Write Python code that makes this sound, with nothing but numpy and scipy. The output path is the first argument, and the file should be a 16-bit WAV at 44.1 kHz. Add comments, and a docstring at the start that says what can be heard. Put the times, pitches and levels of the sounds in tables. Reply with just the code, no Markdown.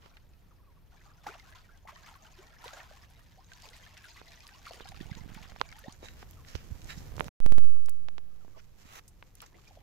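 """Hauling a cast net

A wet net is pulled from shallow water: it splashes and drains in drips and ringing bubbles as bare
feet wade ashore. On the sand the mesh swishes, ticks and squelches. Light wind blows and a bird
calls far off. Fingers bump the phone's right microphone port; the sound drops out briefly and
that channel comes back with a few pops."""
import sys
import numpy as np
from scipy import signal
from scipy.fft import rfft, irfft
from scipy.io import wavfile
from scipy.ndimage import uniform_filter1d

SR = 44100
rng = np.random.default_rng(int(sys.argv[2]) if len(sys.argv) > 2 else 0)


def store_wav(level_fs):
    """Save 16-bit WAV to argv[1]."""
    pcm = np.round(np.clip(np.atleast_2d(level_fs), -1, 1) * 32767)
    wavfile.write(sys.argv[1], SR, pcm.T.astype(np.int16))


N = 433062
T = np.arange(N) / SR


def undb(db):
    """Decibels to gain."""
    return 10 ** (np.asarray(db) / 20)


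def unit(x):
    """Scale to rms 1."""
    return x / np.sqrt(np.mean(x ** 2) + 1e-20)


def pan(left_minus_right_db):
    """Left and right gains."""
    return undb(np.array([[left_minus_right_db], [-left_minus_right_db]]) / 2)


def colour(x, spectrum):
    """Filter by a spectrum of (Hz, dB) points; rms 1."""
    hz, db = np.transpose(spectrum)
    bins_hz = np.maximum(np.fft.rfftfreq(x.shape[-1], 1 / SR), 1)
    gain = undb(np.interp(np.log(bins_hz), np.log(hz), db))
    return unit(irfft(rfft(x) * gain, x.shape[-1]))


def band(x, hz, q):
    """One resonance."""
    hz = min(hz, 0.4 * SR)
    return signal.lfilter(*signal.iirpeak(hz, max(q, 3 * hz / SR), fs=SR), x)


def steep_band(x, hz, q):
    """The same resonance twice."""
    return band(band(x, hz, q), hz, q)


def lowpass(x, hz, order):
    """Take off the treble."""
    return signal.lfilter(*signal.butter(order, hz, fs=SR), x)


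def add(track, s, sound):
    """Mix a sound into a track at s seconds."""
    i = int(np.clip(s * SR, 0, N - 1))
    track[..., i:i + sound.shape[-1]] += sound[..., :N - i]


def walk(rate_hz):
    """Smooth random wander; rms 1."""
    step = int(SR / rate_hz)
    stairs = np.repeat(rng.standard_normal(N // step + 1), step)[:N]
    return unit(uniform_filter1d(stairs, step))


def swells(rows, rise_s, fall_s):
    """Gain from (start s, dB, hold s) rows: each rises, holds and dies away; overlaps add in power."""
    power = np.zeros(N)
    for s, db, hold_s in rows:
        rise = np.clip((T - s) / rise_s, 0, 1)
        fall = np.exp(-np.maximum(T - s - hold_s, 0) / fall_s)
        power += (undb(db) * rise * fall) ** 2
    return np.sqrt(power)


def crackle(per_s, spread_db, width=2.8):
    """Dense tiny impacts, each reaching the two ports with its own strength; rms 1."""
    size = undb(spread_db * np.minimum(rng.exponential(size=N), 5))
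    at_ports = rng.choice([-1, 1], N) + width * rng.standard_normal((2, N))
    return unit((rng.random(N) < per_s / SR) * size * at_ports)


def outdoors(x, scatter_db, decay_s):
    """Direct sound plus brief scatter from water and plants, new for every spot and each port."""
    t = T[:SR // 50]
    response = rng.standard_normal((2, len(t))) * np.exp(-t / decay_s)
    response *= undb(scatter_db) / np.sqrt(np.sum(response ** 2, axis=1, keepdims=True))
    response[:, 0] += 1
    return signal.fftconvolve(x[None], response, axes=1) / np.sqrt(1 + undb(2 * scatter_db))


def bubble(hz, cycles, glide):
    """A bubble rings, fading 40 dB, and rises in pitch as it nears the surface."""
    age = np.arange(int(SR * cycles / hz) + 2) * hz / (SR * cycles)
    phase = 2 * np.pi * cycles * (age + glide * age ** 2 / 2)
    return np.sin(phase) * np.exp(-np.log(100) * age) * (1 - np.exp(-age * cycles))


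def bubbles(low_hz, high_hz, cycles, spread_db, glide, count):
    """A shower of bubbles of mixed sizes; rms 1."""
    out = np.zeros((2, N))
    for when, pitch, weakness, life in rng.random((count, 4)):
        hz = low_hz * (high_hz / low_hz) ** pitch
        gain = np.sqrt(hz) * undb(-spread_db * np.log(max(weakness, 0.03)))
        ring = bubble(hz, cycles * (0.5 + life), glide * life)
        add(out, when * N / SR, gain * outdoors(ring, scatter_db=4, decay_s=0.015))
    return unit(out)


def contact(db, hz, decay_ms, q, pan_db):
    """A burst of contact noise through a short resonance."""
    t = T[:SR // 25]
    shared, left, right = rng.standard_normal((3, len(t)))
    burst = (shared + 3.6 * np.array([left, right])) * np.exp(-1000 * t / decay_ms)
    ring = steep_band(burst, hz, q)
    return ring / np.abs(ring).max() * undb(db) * pan(pan_db)


def slurs(notes, bend, waver, rough_db, scatter_db):
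    """Unsteady gliding tones that swell quickly and fade; with bend under 1 the glide flattens out."""
    out = np.zeros((2, N))
    wobble = 1 + waver * walk(300)
    flutter = unit(undb(rough_db * walk(400)))
    for s, db, start_hz, end_hz, length_s in notes:
        age = np.linspace(0, 1, int(length_s * SR))
        span = slice(int(s * SR), int(s * SR) + len(age))
        hz = start_hz * (end_hz / start_hz) ** (age ** bend) * wobble[span]
        envelope = undb(db) * np.sin(np.pi * age ** 0.46) * flutter[span]
        tone = envelope * np.sin(2 * np.pi * np.cumsum(hz) / SR)
        add(out, s, outdoors(tone, scatter_db, decay_s=0.013))
    return out


# Open-air spectrum. Each row: frequency in Hz, relative level in dB.
AIR_SPECTRUM = [(12, -33.5), (20, 1.5), (91, -3.5), (177, -12.5), (204, -16), (328, -22), (422, -23),
                (527, -23.5), (607, -27), (820, -27), (1660, -33.5), (5530, -41.5), (7310, -49.5),
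                (14700, -39.5), (16000, -54)]
# Gusts on the ports. Each row: start in seconds, level in dB, hold in seconds.
GUSTS = [(5.9, -52, 1), (6.8, -48, 0.634)]


def air():
    """Light wind and far countryside, partly alike at the two ports; gusts as the phone is carried."""
    level = np.hypot(undb(-58), swells(GUSTS, rise_s=0.18, fall_s=0.025))
    noise = rng.standard_normal(N) + 1.06 * rng.standard_normal((2, N))
    return colour(noise, AIR_SPECTRUM) * level * undb(0.28 * walk(5.6))


# Pulls on the net. Each row: start in seconds, flow level in dB, hold in seconds, spray offset in dB.
PULLS = [(0, -65, 0.01, 0), (0.893, -65.5, 0.46, -4), (1.235, -63, 0.31, -1), (1.92, -58.5, 0.55, -4),
         (2.596, -52.5, 0.17, -2.5), (3.093, -72.5, 1.6, 5.5), (3.473, -61, 1.29, 1.5),
         (4.63, -61, 1.63, 1)]
PULL_RISE_S, DRAIN_S, TRICKLE_DB, ASHORE_S = 0.039, 0.25, -80.5, 5.95


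def flow():
    """Bubble and spray gains: each pull lifts wet mesh that streams and drains, until it is ashore."""
    over_water = np.clip((ASHORE_S - T) / 0.0042 + 1, 0, 1)
    bubble_rows = [(s, db, hold_s) for s, db, hold_s, _ in PULLS]
    spray_rows = [(s, db + spray_db, hold_s) for s, db, hold_s, spray_db in PULLS]
    gains = [swells(rows, PULL_RISE_S, DRAIN_S) for rows in (bubble_rows, spray_rows)]
    return over_water * np.hypot(gains, undb(TRICKLE_DB))


# Spectrum of landing spray. Each row: frequency in Hz, relative level in dB.
SPRAY_SPECTRUM = [(300, -7), (500, -18), (900, -8), (1450, -10.5), (2000, -1), (3800, -3.5), (6800, -7),
                  (8500, -16), (10500, -19), (13000, -13.5), (16000, -25)]


def runoff(bubbling, spraying):
    """Water falls from the mesh in spurts: spray fizzes, small drops patter, larger ones trap bubbles."""
    spurts = undb(1.8 * walk(45))
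    plops = bubbles(low_hz=608, high_hz=1876, cycles=30, spread_db=3.5, glide=0.16, count=3200)
    patter = bubbles(low_hz=1640, high_hz=7050, cycles=22, spread_db=5.5, glide=0.05, count=4000)
    drips = bubbles(low_hz=3100, high_hz=13100, cycles=2.4, spread_db=5.5, glide=0.057, count=700)
    fizz = colour(crackle(per_s=900, spread_db=1.5, width=0.69), SPRAY_SPECTRUM)
    spray = patter * undb(-5.5) + drips * undb(-17) + fizz * undb(-5)
    return spurts * (bubbling * plops * undb(-4) + spraying * spray)


PLINK_HZ, SPATTER_HZ, SPATTER_SPREAD_OCT = 1900, 3020, 0.58
REBOUND_MEAN_GAP_S, REBOUND_DB = 0.008, -8


def spatters(spraying, count):
    """Drops fall at random; each traps a ringing bubble, breaks up and lands again in weaker ticks."""
    out = np.zeros((2, N))
    for i, (size, pitch, side) in zip(rng.integers(0, N, count), rng.standard_normal((count, 3))):
        s, db = T[i], 14.5 + 2.5 * size
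        plink = undb(db - 1) * bubble(PLINK_HZ * 2 ** (SPATTER_SPREAD_OCT * pitch), cycles=38, glide=0.12)
        add(out, s, spraying[i] * outdoors(plink, scatter_db=0, decay_s=0.008))
        for gap, detune in rng.random((3, 2)):
            hz = SPATTER_HZ * 2 ** (SPATTER_SPREAD_OCT * (pitch + 2 * detune - 1))
            add(out, s, spraying[i] * contact(db, hz, decay_ms=1.5, q=1.4, pan_db=-1.5 + 2.4 * side))
            s += 2 * gap * REBOUND_MEAN_GAP_S
            db += REBOUND_DB
    return out


# Bright ticks. Each row: start in seconds, level in dB, ring in Hz, decay in ms.
TICKS = [(0.022, -50, 2570, 1.5), (.058, -50, 3500, 1.2), (.169, -42.5, 1960, 4.9), (1.462, -53, 4600, 1.2),
         (2.68, -34.5, 2600, 2), (3.534, -37.5, 4000, 2.5), (3.621, -39.5, 5200, 1.5),
         (3.688, -39.5, 3500, 2), (3.975, -46, 2900, 2), (4.092, -46, 4260, 1.7), (4.115, -48, 4500, 2),
         (4.332, -50, 2400, 2), (4.468, -36.5, 3860, 1.3), (4.654, -39, 2330, 3), (4.734, -38, 3900, 1.3),
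         (4.888, -37, 4880, 2.1), (4.919, -40.5, 2300, 2.2), (4.963, -40, 2420, 2), (5.151, -39, 3670, 1.2),
         (5.345, -43.5, 11000, 1.8), (5.726, -34.5, 2100, 2.4), (5.79, -43, 11000, 4.5),
         (5.924, -39, 5570, 2.3), (6.085, -34.5, 2400, 3.2), (6.31, -39, 12500, 1.17),
         (6.332, -48.5, 2500, 1.2), (6.449, -42, 1870, 0.87), (6.818, -39, 3480, 1.3),
         (6.844, -40.5, 5760, 1.5), (7.166, -38, 5500, 1.2), (7.2015, -29, 8400, 0.37),
         (7.244, -37, 9000, 0.68), (7.282, -41, 3900, 0.63), (7.86, -37, 6600, 0.71),
         (7.8943, -30.5, 12000, 2.2), (9.079, -43.5, 8180, 9), (9.353, -41, 9900, 1.3),
         (9.404, -37, 3020, 1.8), (9.418, -35.5, 11000, 1.6)]


def ticks():
    """Drops, knots and grit strike and ring briefly."""
    out = np.zeros((2, N))
    for s, db, hz, decay_ms in TICKS:
        add(out, s, contact(db, hz, decay_ms, q=1.02, pan_db=-1.5))
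    return out


# Dry taps. Each row: start in seconds, level in dB, centre in Hz, left minus right in dB, cutoff in Hz.
TAPS = [(.039, -50, 1100, -2, 4000), (0.061, -44, 445, -16, 4000), (5.52, -37, 590, -1, 4000),
        (5.562, -38.5, 664, -20, 4000), (5.6127, -29, 1200, -5, 5000), (6.029, -37.5, 292, 4, 900),
        (6.2275, -35, 446, -1, 2500), (6.23, -37, 580, -1, 3200), (8.087, -47, 440, -6, 4000),
        (8.184, -48, 506, 0, 4000), (8.448, -45.5, 450, -1, 800), (8.48, -47, 430, 0, 804),
        (8.565, -53, 490, 5, 885), (9.226, -34.5, 930, 2, 2190)]
GRIT_DB, GRIT_DECAY_MS = -17, 1.5


def taps():
    """Handling, a footstep on the sand and the settling net: each tap is one sharp, damped push with grit
    crunching after it."""
    out = np.zeros((2, N))
    t = T[:SR // 25]
    for s, db, hz, pan_db, cutoff_hz in TAPS:
        push = undb(GRIT_DB) * rng.standard_normal((2, len(t))) * np.exp(-1000 * t / GRIT_DECAY_MS)
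        push[:, 0] += 1
        tap = lowpass(band(push, hz, q=1), cutoff_hz, order=2)
        add(out, s, tap / np.abs(tap).max() * undb(db) * pan(pan_db))
    return out


def from_below(x, lag_ms=0.484, shadow_db=-2.5, dull_share=0.17):
    """The phone's body delays and shades sound from below on its way to the left port."""
    left = np.interp(T - lag_ms / 1000, T, x[0])
    left += dull_share * (lowpass(left, hz=2500, order=1) - left)
    return np.array([left, x[1]]) * pan(shadow_db)


# Spectra of slow rubbing and quick slips. Each row: frequency in Hz, relative level in dB.
RUB_SPECTRUM = [(250, 6.5), (700, 3.5), (2000, 5), (4000, 1.5), (7000, 5), (9500, -11), (13000, 0),
                (16000, -58)]
SLIP_SPECTRUM = [(300, 10), (900, -4), (1400, -4), (2000, -13), (3000, -1.5), (4100, -6.5), (5300, 8.5),
                 (6800, 5.5), (9000, -5), (13000, 10), (16000, 11)]
# The mesh is carried, lowered and spread. 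Each row: start in seconds, level in dB, hold in seconds.
RUBS = [(5.9, -67.5, 0.5), (6.42, -64.5, 0.66), (6.83, -61.5, 0.25), (7.14, -59.5, 0.11), (7.6, -78, 1),
        (8.3, -73.5, 1), (8.74, -65, 0.11), (9.33, -67, 0.13), (9.52, -69.5, 0.22)]
# Resonances of a quick scrape. Each row: frequency in Hz, Q, relative level in dB.
HOLLOW_MODES = [(1896, 2.9, 11), (3850, 13, 7), (6400, 2.3, -12)]
# Swishes. Each row: peak time in seconds, level in dB, rise and fall in seconds, centre in Hz,
# hollow ring over the rasp in dB.
SWISHES = [(.048, -60.5, 0.036, 0.037, 1210, -10), (6.045, -52.5, 0.022, 0.024, 900, -1.5),
           (6.058, -70.5, 0.01, 0.069, 2960, 13), (6.22, -58.5, 0.047, .015, 2020, -10),
           (6.486, -55, 0.013, 0.016, 2970, -4), (6.56, -56, 0.072, 0.062, 1870, -21),
           (6.555, -49.5, 0.004, 0.009, 2500, -20), (6.9, -49, 0.011, 0.036, 1850, 2.5),
           (6.98, -52.5, 0.011, 0.02, 3650, -9), (7.225, -51, 0.05, 0.047, 576, -20),
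           (7.262, -56.5, 0.018, 0.021, 3880, -10), (8.575, -53, 0.013, 0.011, 800, -25),
           (8.595, -56.5, 0.014, 0.011, 1690, -19), (8.993, -51, 0.094, 0.0055, 1350, -4),
           (8.98, -55, 0.07, 0.017, 6940, -27), (8.88, -72, 0.092, 0.077, 1800, -13),
           (9.425, -50, 0.0064, 0.022, 1230, -11), (9.464, -57, 0.0037, 0.0055, 4000, -1),
           (9.684, -60, 0.0089, 0.0088, 3800, -13)]


def mesh():
    """Wet twine slides over itself and sand in tiny slips; quick pulls rasp with a hollow ring."""
    rubbing = swells(RUBS, rise_s=0.05, fall_s=0.059) * undb(1.5 + 1.5 * walk(35))
    out = colour(crackle(per_s=2400, spread_db=2, width=2.4), RUB_SPECTRUM) * rubbing
    slips = colour(crackle(per_s=5500, spread_db=1.5, width=1), SLIP_SPECTRUM)
    hollow = unit(sum(undb(db) * steep_band(slips, hz, q) for hz, q, db in HOLLOW_MODES))
    for s, db, rise_s, fall_s, hz, hollow_db in SWISHES:
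        rasp = unit(steep_band(slips, hz, q=1))
        envelope = np.exp(-((T - s) / np.where(T < s, rise_s, fall_s)) ** 2)
        out += undb(db) * (rasp + undb(hollow_db) * hollow) * envelope
    return from_below(out)


# Bird calls. Each row: start in seconds, level in dB, start and end pitch in Hz, length in seconds.
BIRD_NOTES = [(0.1, -68, 1280, 860, 0.029), (.508, -62, 1430, 780, 0.037), (.588, -64.5, 1210, 830, 0.04),
              (.627, -69, 1380, 1000, .028), (.665, -66, 1200, 870, 0.068), (.765, -65, 1220, 930, 0.027),
              (1.705, -64, 1700, 1480, 0.08), (6.37, -61, 1330, 930, 0.059), (7.728, -78, 1300, 900, .04),
              (8.312, -69, 1250, 1160, 0.021), (8.408, -67, 1390, 1110, 0.035),
              (8.545, -65, 1240, 980, 0.032)]


def bird():
    """A far bird calls in short falling notes."""
    return slurs(BIRD_NOTES, bend=0.9, waver=0.025, rough_db=2, scatter_db=-7)


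# Air pockets. Each row: start in seconds, level in dB, start pitch in Hz, length in seconds,
# rise in octaves per second.
GULPS = [(0.998, -60, 1620, .011, 7), (1.011, -55, 1890, 0.011, 3), (1.109, -56, 1230, 0.014, 3),
         (1.238, -51, 840, .008, 12), (1.266, -32, 700, 0.0061, 25), (1.269, -50.5, 238, 0.062, 24.5),
         (1.264, -40, 1760, 0.0064, 15), (1.283, -39, 1314, 0.013, 19), (1.31, -46, 2350, 0.015, 8),
         (1.339, -50, 2660, 0.011, 0), (1.353, -56, 660, 0.017, 17), (1.434, -58.5, 1346, 0.16, 4.5),
         (1.69, -53, 1350, .02, -3), (1.85, -49, 686, 0.021, 18), (1.869, -51, 930, 0.019, 66.5),
         (1.886, -40, 1140, 0.013, 6), (1.923, -52.5, 546, 0.019, 20), (2.385, -52, 310, 0.037, 18.5),
         (2.565, -53, 1754, .011, 12), (2.657, -48, 480, 0.028, 18), (2.67, -48, 795, 0.012, 65),
         (2.732, -45, 583, 0.014, 17), (2.771, -47, 1550, 0.0063, 21), (2.772, -44, 650, 0.011, 23),
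         (2.911, -47, 556, 0.013, 17), (3.373, -53, 546, 0.03, 33), (4.168, -48, 2000, 0.0097, 5),
         (4.434, -55, 1300, 0.039, -15), (4.667, -36.5, 1074, 0.011, 21), (4.708, -42, 675, 0.01, 24),
         (4.853, -47, 684, 0.013, 23), (4.919, -47, 766, 0.011, 7), (5.093, -49, 810, 0.013, -4),
         (5.837, -48, 480, 0.083, 18), (9.539, -54.5, 350, 0.067, -2.5), (9.543, -60, 1900, .008, 3),
         (9.671, -55, 2270, .011, 1), (9.708, -54, 800, 0.013, 1), (9.772, -52, 667, 0.012, 5)]


def gulps():
    """Large air pockets close and ring roughly, most of them rising in pitch."""
    notes = [(s, db, hz, hz * 2 ** (oct_per_s * length_s), length_s)
             for s, db, hz, length_s, oct_per_s in GULPS]
    return slurs(notes, bend=0.96, waver=0.07, rough_db=3, scatter_db=-2)


# Splashes. Each row: start in seconds, level in dB, decay in seconds, lowest bubble in Hz.
SPLASHES = [(1.234, -58.5, 0.034, 694), (1.265, -48, 0.041, 596), (1.337, -60, 0.0072, 1200),
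            (1.551, -55.5, 0.017, 1230), (1.873, -54, 0.022, 890), (1.886, -55, 0.02, 850),
            (2.059, -52, 0.029, 840), (2.37, -61, 0.071, 416), (2.618, -75, 0.0071, 1010),
            (2.64, -57, 0.036, 1500), (2.678, -53.5, 0.014, 890), (2.725, -56, 0.031, 484),
            (2.768, -52.5, 0.031, 604), (2.837, -62, .008, 900), (3.63, -59.5, 0.084, 391),
            (3.968, -54, 0.0064, 1510), (4.083, -54.5, 0.01, 1680), (4.16, -55, 0.024, 930),
            (4.331, -57.5, 0.0076, 1550), (4.488, -57, 0.0029, 1170), (4.66, -54, 0.028, 950),
            (4.719, -57.5, 0.052, 358), (4.957, -61, .007, 1400), (5.146, -62, 0.0086, 1030),
            (5.286, -56.5, .02, 1200), (5.344, -51.5, 0.021, 1370), (5.425, -51, 0.015, 1030)]


def splashes():
    """The net or a foot breaks the surface: a burst of spray and a cloud of bubbles die away together."""
    out = np.zeros((2, N))
    spray = colour(crackle(per_s=2000, spread_db=0.5, width=0.65), SPRAY_SPECTRUM)
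    for s, db, decay_s, low_hz in SPLASHES:
        start, t = int(s * SR), T[:int(6 * decay_s * SR)]
        envelope = np.exp(-t / decay_s) * (1 - np.exp(-t / 0.0019))
        add(out, s, undb(db - 2.5) * spray[:, start:start + len(t)] * envelope)
        for delay, pitch, weakness in rng.random((32, 3)):
            gain = undb(db + 10.5 - 5.9 * weakness - 6.8 * delay)
            ring = gain * bubble(low_hz * 3.68 ** pitch, cycles=12.7, glide=0.13)
            add(out, s + 2.2 * decay_s * delay, outdoors(ring, scatter_db=-6.5, decay_s=0.015))
    return out


# Port resonances. Each row: frequency in Hz, Q, relative level in dB.
PORT_MODES = [(480, 2.9, -5), (990, 3.5, -3.5), (1380, 7.6, -14), (3350, 3.1, -18)]
# Sharp finger contacts. Each row: time in seconds, peak in dB, contact in ms, ringing share from 0 to 1.
SNAPS = [(4.216, -32, 0.2, 0.45), (4.807, -29, 0.21, 0.55), (5.608, -29, 0.28, 0.3),
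         (5.6142, -4.5, 0.058, 0.98), (6.553, -19, 0.062, 0), (6.555, -27, 0.71, 0.3),
         (7.181, -25.5, 0.16, 0.6), (7.196, -16.5, 0.091, 0.2), (7.2077, -7, 0.12, 0.5),
         (7.244, -27, 0.044, 0.3), (7.283, -25.5, 0.13, 0.4), (7.765, -38, 0.17, 0.8),
         (7.886, -28, 0.092, 0.6), (8.086, -23, 0.073, 0.45), (8.1817, -24.5, 0.068, 0.57)]


def snaps():
    """Skin strikes the port: a sharp push of air leaks in and rings its small cavity."""
    out = np.zeros(N)
    t = T[:SR // 20] - T[SR // 40]
    for s, db, contact_ms, ring_share in SNAPS:
        push = np.exp(-(1000 * t / contact_ms) ** 2)
        leak = signal.lfilter(*signal.butter(1, 280, "high", fs=SR), push)
        ring = sum(undb(mode_db) * band(push, hz, q) for hz, q, mode_db in PORT_MODES)
        snap = (1 - ring_share) * leak + ring_share * ring
        add(out, s + t[0], undb(db) * snap / np.abs(snap).max())
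    return out


# Shifts of the grip. Each row: start in seconds, level in dB, hold in seconds.
GRIPS = [(4.75, -45.5, 0.68), (5.2, -58, 0.091), (5.5, -63, 1), (6.5, -47, 0.92), (6.95, -43.5, 0.45),
         (7.6, -57, 0.32)]


def grip():
    """Skin shifts against the port and rumbles."""
    spectrum_hz_db = [(15, 0), (60, -1), (140, -8.5), (300, -19.5), (700, -26), (2000, -36.5),
                      (8000, -49)]
    rumble = colour(crackle(per_s=400, spread_db=0)[1], spectrum_hz_db)
    return rumble * swells(GRIPS, rise_s=0.21, fall_s=0.23)


# Soft finger contacts. Each row: time in seconds, peak in dB, pitch in Hz.
BUMPS = [(5.011, -26.5, 217), (5.119, -25, 118), (5.172, -34, 184), (5.215, -33, 137), (5.262, -33, 168),
         (5.32, -34, 162), (5.368, -35.5, 169), (5.412, -39, 139), (5.615, -18.5, 463), (5.884, -28.5, 193),
         (6.556, -23.5, 65.5), (6.71, -32.5, 135), (6.724, -23.5, 68), (6.978, -29.5, 127),
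         (7.179, -31, 87), (7.2, -26, 136), (7.267, -31, 127), (8.856, -42, 172)]


def bumps():
    """A finger presses air into the port in one rounded pulse."""
    out = np.zeros(N)
    t = T[:SR // 20] - T[SR // 40]
    for s, db, hz in BUMPS:
        phase = np.pi * hz * t
        add(out, s + t[0], undb(db) * (1 - 2 * phase ** 2) * np.exp(-phase ** 2))
    return out


# Jumps of the right channel's offset. Each row: time in seconds, step in full scale.
POPS = [(7.403, -0.058), (7.463, 0.16), (7.523, 0.13), (7.583, .12), (7.643, 0.027)]
# Drift of that offset. Each row: time in seconds, rate in full scale per second.
DRIFT = [(7.403, -7), (7.64, -3), (7.68, 2)]


def pops(settle_s):
    """The right channel's offset drifts, jumps in pops and leaks away through the coupling filter."""
    change = np.interp(T, *np.transpose(DRIFT), left=0, right=0) / SR
    for s, step in POPS:
        add(change, s, np.array([step]))
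    offset = signal.lfilter([1], [1, -np.exp(-1 / (settle_s * SR))], change)
    return offset * np.array([[0], [1]])


# Spectrum of sodden mesh. Each row: frequency in Hz, relative level in dB.
SQUELCH_SPECTRUM = [(400, 3.5), (750, 10.5), (1400, 0), (2800, 3), (6500, -4)]


def squelch():
    """The hand lifts a fold of sodden mesh and small wet pockets crackle open."""
    lift = np.interp(T, [9.46, 9.55, 9.82], [0, 0.9, 1])
    pockets = bubbles(low_hz=280, high_hz=4270, cycles=3.3, spread_db=2.5, glide=0.03, count=3200)
    crackles = colour(crackle(per_s=250, spread_db=-0.5), SPRAY_SPECTRUM)
    return (colour(pockets, SQUELCH_SPECTRUM) * undb(-65) + crackles * undb(-71.5)) * lift


def scene():
    """Water a few metres off, the net close by, fingers on the right port."""
    bubbling, spraying = flow()
    water = runoff(bubbling, spraying) + spatters(spraying, count=130) + splashes() + gulps()
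    net = mesh() + squelch() + ticks() + taps()
    background = bird() + air()
    fingers = (snaps() + grip() + bumps()) * np.array([[undb(-47)], [1]])
    return water + net + background + fingers


DROPOUT_START_S, DROPOUT_END_S, RECOVER_S = 7.29, 7.403, 0.18
TOP_HZ = 15700


def record(dry):
    """The sound drops out briefly, the right channel pops as it fades back in, and the top is cut."""
    gate = (T < DROPOUT_START_S) + np.clip((T - DROPOUT_END_S) / RECOVER_S, 0, 1)
    out = dry * uniform_filter1d(gate, size=128) + pops(settle_s=0.21)
    return signal.sosfilt(signal.ellip(8, 0.2, 70, TOP_HZ, fs=SR, output="sos"), out)


dry = scene()
out = record(dry)
store_wav(out)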